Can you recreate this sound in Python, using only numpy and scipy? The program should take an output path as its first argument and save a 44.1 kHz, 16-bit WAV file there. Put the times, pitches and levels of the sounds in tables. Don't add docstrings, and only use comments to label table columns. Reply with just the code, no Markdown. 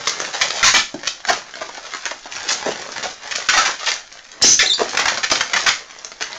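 import sys
import numpy as np
from scipy import signal
from scipy.fft import rfft, irfft, next_fast_len
from scipy.io import wavfile
from scipy.ndimage import uniform_filter1d, minimum_filter1d

SR = 44100
rng = np.random.default_rng(int(sys.argv[2]) if len(sys.argv) > 2 else 0)


def transcribe(u):
    v = np.clip(np.atleast_2d(u).T, -1, 1)
    q = np.round(v * 32767).astype(np.int16)
    wavfile.write(sys.argv[1], SR, q)


N = 281358
TIME = np.arange(N) / SR


def gain_of(db):
    return 10 ** (np.asarray(db) / 20)


def evened(x):
    return x / np.sqrt(np.mean(x ** 2) + 1e-20)


def read(points, hz):
    point_hz, value = np.transpose(points)
    return np.interp(np.log(hz + 1), np.log(point_hz + 1), value)


def add(mix, s, sound):
    part = mix[max(round(s * SR), 0):][:len(sound)]
    part += sound[:len(part)]


def coloured(x, points, size=4096):
    hz = abs(np.fft.fftfreq(size, 1 / SR))
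    log_gain = np.log(gain_of(read(points, hz)))
    taps = np.fft.ifft(np.exp(np.conj(signal.hilbert(log_gain)))).real
    return signal.oaconvolve(x, taps[:size // 2])[:len(x)]


def wander(hz):
    size = next_fast_len(N)
    f = np.fft.rfftfreq(size, 1 / SR)
    spectrum = rfft(rng.standard_normal(size)) / (1 + (f / hz) ** 4)
    return evened(irfft(spectrum, size)[:N])


def skin(x, hz, q):
    b, a = signal.iirpeak(min(hz, SR / 5), max(q, .5), fs=SR)
    return signal.lfilter(b, a, x)


# frequency in Hz, relative density in dB per Hz.
HUSH_SPECTRUM = [(25, 2), (100, -13.5), (300, -8.5), (1000, -40.5), (6500, -19)]


def still_room(level_db=-58):
    return gain_of(level_db) * evened(coloured(rng.standard_normal(N), HUSH_SPECTRUM))


# frequency in Hz, time to fall by 60 dB in seconds.
ROOM_DECAY = [(200, 0.33), (550, 0.21), (7000, 0.3)]


def echoes(early_db=-3, early_s=0.0036, tail_db=-2.0, build_s=0.0094, size=15360, step_count=12):
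    t = np.arange(size) / SR
    sign = rng.choice([-1., 1.], (2, size))
    taps = sign * (rng.random((2, size)) < 1 / step_count)
    early = taps[0] * np.exp(-t / early_s) * (t > .0007)
    hz, at, bands = signal.stft(taps[1] * np.minimum(t / build_s, 1), SR, nperseg=256)
    decay = gain_of(-60 * at / read(ROOM_DECAY, hz)[:, None])
    tail = signal.istft(bands * decay, SR, nperseg=256)[1][:size]
    early = gain_of(early_db) * early / np.linalg.norm(early)
    return early + gain_of(tail_db) * tail / np.linalg.norm(tail)


def room(x, size=4096):
    fade = np.sin(np.pi * np.arange(size) / size)
    padded, wet = np.pad(x, size), np.zeros(N + 2 * size)
    for start in range(0, N + size, size // 2):
        stretch = padded[start:start + size] * fade
        add(wet, start / SR, signal.fftconvolve(stretch, echoes()))
    return x + wet[size:size + N]


# start in seconds, length in seconds, relative level in dB, extra bass in dB.
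STROKES = [(-.02, 0.28, -30.5, 1.5), (0.325, 0.3, -27.5, -2.5), (1.269, 0.023, -21.5, 3.5),
           (1.544, 0.18, -40, 3.5), (1.803, 0.21, -37.5, -8), (2.304, 0.4, -31.5, 5),
           (2.785, .29, -35, 7.5), (3.205, 0.23, -33, -2.5), (3.516, 0.15, -24, -5),
           (3.787, 0.12, -29, -27), (4.317, 0.22, -50, 11), (4.768, 0.41, -31.5, 3),
           (5.292, 0.43, -30.5, 2), (6.226, 0.19, -39.5, 0)]


def sliding(bass, grip_s=0.009, let_go_s=0.057, holding_db=-45.5):
    power = gain_of(holding_db) ** 2
    for s, length, db, bass_db in STROKES:
        t = np.maximum(TIME - s, 0)
        build = 1 - np.exp(-t / grip_s)
        release = np.exp(-np.maximum(t - length, 0) / let_go_s)
        power = power + (gain_of(db + bass * bass_db) * build * release) ** 2
    return np.sqrt(power)


# frequency in Hz, gain in dB.
RUB_COLOUR = [(100, 5.5), (300, -4), (650, 0.5), (1400, 6), (3000, 4.5), (6000, 2)]


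def rubbing(level_db=-4, clump_db=1.5, clump_hz=35, q=1.01, bass_hz=480):
    grains_per_s, spread_db = 280, 5
    shift_db, shift_hz = 2.5, 9
    grains = np.zeros(N)
    for ring_hz in np.geomspace(650, 6000, num=7):
        size = gain_of(spread_db * np.minimum(rng.exponential(1, N), 4))
        slips = size * rng.choice([-1, 1], N) * (rng.random(N) < grains_per_s / SR)
        contact = gain_of(shift_db * wander(shift_hz))
        grains += contact * skin(slips, ring_hz, q) / np.sqrt(ring_hz)
    grip = gain_of(clump_db * wander(clump_hz))
    crackle = gain_of(level_db) * evened(coloured(grains, RUB_COLOUR) * grip)
    low = signal.sosfiltfilt(signal.butter(2, bass_hz, fs=SR, output="sos"), crackle)
    return low * sliding(bass=True) + (crackle - low) * sliding(bass=False)


# start in seconds, length in seconds, relative level in dB, first pitch in Hz,
# pitch it glides towards in Hz, roughness from 0 to 1.
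SQUEALS = [(4.422, .13, -9, 4985, 6200, 0.9), (4.66, 0.016, -14, 3420, 4150, 0.2),
           (4.696, .033, -14, 4090, 3540, 0.07), (4.729, 0.0197, -18.5, 3320, 4710, 0.3)]


def squeals(level_db=-2, hiss_db=-3, hiss_q=1.0, octave_db=-11):
    edge_s, fade_db_per_s = 0.0025, 117
    glide_share = 0.22
    out = np.zeros(N)
    drift, flutter_db = .05 * wander(170), 6 * wander(260)
    for s, length, db, first_hz, last_hz, rough in SQUEALS:
        on = (TIME >= s) & (TIME < s + length)
        t = TIME[on] - s
        hz = last_hz + (first_hz - last_hz) * np.exp(-t / (glide_share * length))
        edges = np.minimum(np.minimum(t, length - t) / edge_s, 1)
        swell = edges * gain_of(db - fade_db_per_s * t)
        phase = 2 * np.pi * np.cumsum(hz * (1 + rough * drift[on])) / SR
        tone = np.sin(phase) + gain_of(octave_db) * np.sin(2 * phase)
        hiss = evened(skin(rng.standard_normal(N), hz.mean(), hiss_q))[on]
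        flutter = gain_of(level_db + rough * flutter_db[on])
        out[on] += swell * flutter * (tone + rough * gain_of(hiss_db) * hiss)
    return out


# start in seconds, relative peak in dB, ring of the skin in Hz.
SNAPS = [(0.072, -9, 1830), (0.202, -6.5, 1270), (0.25, -10.5, 3150), (0.506, -6.5, 1840),
         (0.739, -7, 2900), (1.251, -11.5, 1720), (1.539, -19.5, 1270), (1.556, -20, 1260),
         (1.937, -11, 1270), (1.948, -14, 1100), (1.97, -18, 5000), (2.055, -7, 1800), (2.323, -15.5, 1970),
         (2.366, -16.5, 1810), (2.816, -19.5, 2050), (2.981, -10.5, 1810), (3.917, -4.5, 1860),
         (3.94, -12.5, 3480), (4.118, -26.5, 1800), (4.317, -21, 5280), (5.174, -9.5, 1730),
         (5.988, -27, 5960), (6.047, -17, 3940), (6.118, -19.5, 1130), (6.209, -13, 2000),
         (6.225, -7, 1970), (6.33, -14, 1970)]


def snaps(q=1.0, level_db=-2.0, chatter=0.48, chatter_s=0.00083, size=900):
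    out, t = np.zeros(N), np.arange(size) / SR
    for s, db, ring_hz in SNAPS:
        push = chatter * rng.standard_normal(size) * np.exp(-t / chatter_s)
        push[0] = 1
        snap = skin(push, ring_hz, q)
        add(out, s, gain_of(db + level_db) * snap / abs(snap).max())
    return out


def slip_rate(db, length):
    top_hz, full_force_db, halving_db = 1533.5, -9.5, 11
    run_up_s = .009
    return top_hz * 2 ** (min(db - full_force_db, 0) / halving_db) * min(length / run_up_s, 1)


# start in seconds, length in seconds, relative level in dB,
# unevenness from 0 to 1, central ring of the skin in Hz.
CREAKS = [ (0.073, 0.025, -21.5, 0.7, 2000), (0.413, 0.0096, -12, 0.37, 2310),
          (.629, 0.018, -5.5, 0.21, 1620), (0.642, .019, -6, 0.59, 2370), (0.741, 0.015, -5, 0.41, 1660),
          (.942, 0.0087, -28.5, 0.83, 600), (1.033, 0.044, -33, 0.52, 770),
          (1.073, 0.0065, -17.5, 0.24, 2780), (1.286, 0.022, -17, 0.43, 1300),
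          (1.61, 0.021, -30.5, 0.62, 1500), (1.691, 0.0058, -31.5, 0.01, 1070),
          (1.773, .014, -36, 0.33, 1770), (2.061, 0.0056, -21.5, 0.53, 2500),
          (2.111, 0.0068, -25, 0.29, 1580), (2.257, .015, -35, 0.45, 1360),
          (2.486, 0.046, -22.5, 0.56, 3600), (2.661, 0.033, -26.5, 0.58, 850),
          (3.028, 0.035, -27.5, 0.57, 1790), (3.311, 0.015, -25, 0.35, 2400),
          (3.354, 0.0079, -20.5, 0.52, 2400), (3.4876, 0.013, -10.5, 0.24, 1900),
          (3.53, 0.047, -21, 0.28, 1620), (3.575, 0.013, -7, 0.28, 1540), (3.651, 0.049, -23, 0.31, 1250),
          (3.862, 0.032, -21.5, 0.27, 2260), (4.415, 0.0056, -26.5, 0.43, 1830),
          (4.422, 0.035, -10.5, 0.77, 3420), (4.5916, 0.012, -5.5, 0.12, 2430),
          (4.628, 0.03, -31, .15, 620), (4.795, 0.025, -21.5, 0.6, 1340), (4.951, 0.0034, -22, 0, 1630),
          (4.972, 0.0048, -12, 0.51, 1980), (4.992, 0.0067, -11.5, 0.45, 1610),
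          (5.0563, 0.0061, -13, 0.42, 2100), (5.0814, 0.0057, -11, 0.34, 1840),
          (5.232, .019, -19.5, 0.3, 1740), (5.301, 0.021, -15, 0.71, 3060), (5.354, 0.0059, -18, .4, 3700),
          (5.408, 0.0088, -16, 0.37, 1500), (5.534, 0.0083, -15.5, 0.18, 1960),
          (5.562, 0.0096, -14.5, 0.2, 1510), (5.663, 0.03, -13, 0.34, 1620),
          (6.212, 0.014, -25, 0.37, 1300)]


def creaks(level_db=-2, sag=0.12, size_db=5, arch=0.07, scatter=1.0, tail_count=300):
    q, crack = 1.7, .07
    out, blow = np.zeros(N), signal.unit_impulse(tail_count)
    for s, length, db, uneven, ring_hz in CREAKS:
        rate = slip_rate(db, length)
        gap, size, patch = signal.lfilter([.75], [1, -.65], rng.standard_normal((3, 256)))
        done = np.minimum(np.arange(len(gap)) / (rate * length), 1)
        waits = np.exp(uneven * gap + sag * (done - .5)) / rate
        at = np.cumsum(waits) - waits[0]
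        force = gain_of(size_db * uneven * size) * (1 + arch * np.sin(np.pi * done))
        pitch = ring_hz * np.exp(scatter * uneven * patch)
        run = np.zeros(int(length * SR) + tail_count)
        for k in np.flatnonzero(at < length):
            ring = skin(blow, pitch[k], q) * np.sqrt(ring_hz / pitch[k])
            add(run, at[k], force[k] * (ring + crack * blow))
        add(out, s, gain_of(db) * run * np.sqrt(length * SR / np.sum(run ** 2)))
    return gain_of(level_db) * out


# frequency in Hz, gain in dB.
BALLOON_BODY = [(30, -5.5), (120, 2), (300, 5), (600, 4.5), (1100, -0.5), (1900, 1), (2700, -2), (4200, 2),
                (6200, 6), (7200, 2.5)]


def scene():
    slips = rubbing() + squeals() + snaps() + creaks()
    latex = coloured(slips, BALLOON_BODY)
    return (room(latex) + still_room())[None]


# frequency in Hz, gain in dB.
MIC_RESPONSE = [(6900, 3.5), (7300, -0.5), (7900, -18), (8700, -21.5), (9400, -75)]


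def record(dry, lopsided=0.041, thump=0.16, thump_hz=340, size=120):
    ceiling, clip_at, edge_hz = .81, .73, 16200
    overload = np.minimum(dry[0] ** 2, 2)
    thump_band = signal.butter(1, [thump_hz / 3, thump_hz], "band", fs=SR, output="sos")
    low = signal.sosfilt(thump_band, overload)
    x = coloured(dry[0] + lopsided * overload + thump * low, MIC_RESPONSE)
    allowed = ceiling / np.maximum(abs(x), ceiling)
    held = minimum_filter1d(allowed, size)
    x = x * uniform_filter1d(uniform_filter1d(held, size // 2), size // 2)
    x = np.clip(x, -clip_at, clip_at)
    lowpass = signal.firwin(511, edge_hz, window=("kaiser", 9), fs=SR)
    return signal.oaconvolve(x, lowpass, "same")[None]


dry = scene()
out = record(dry)
transcribe(out)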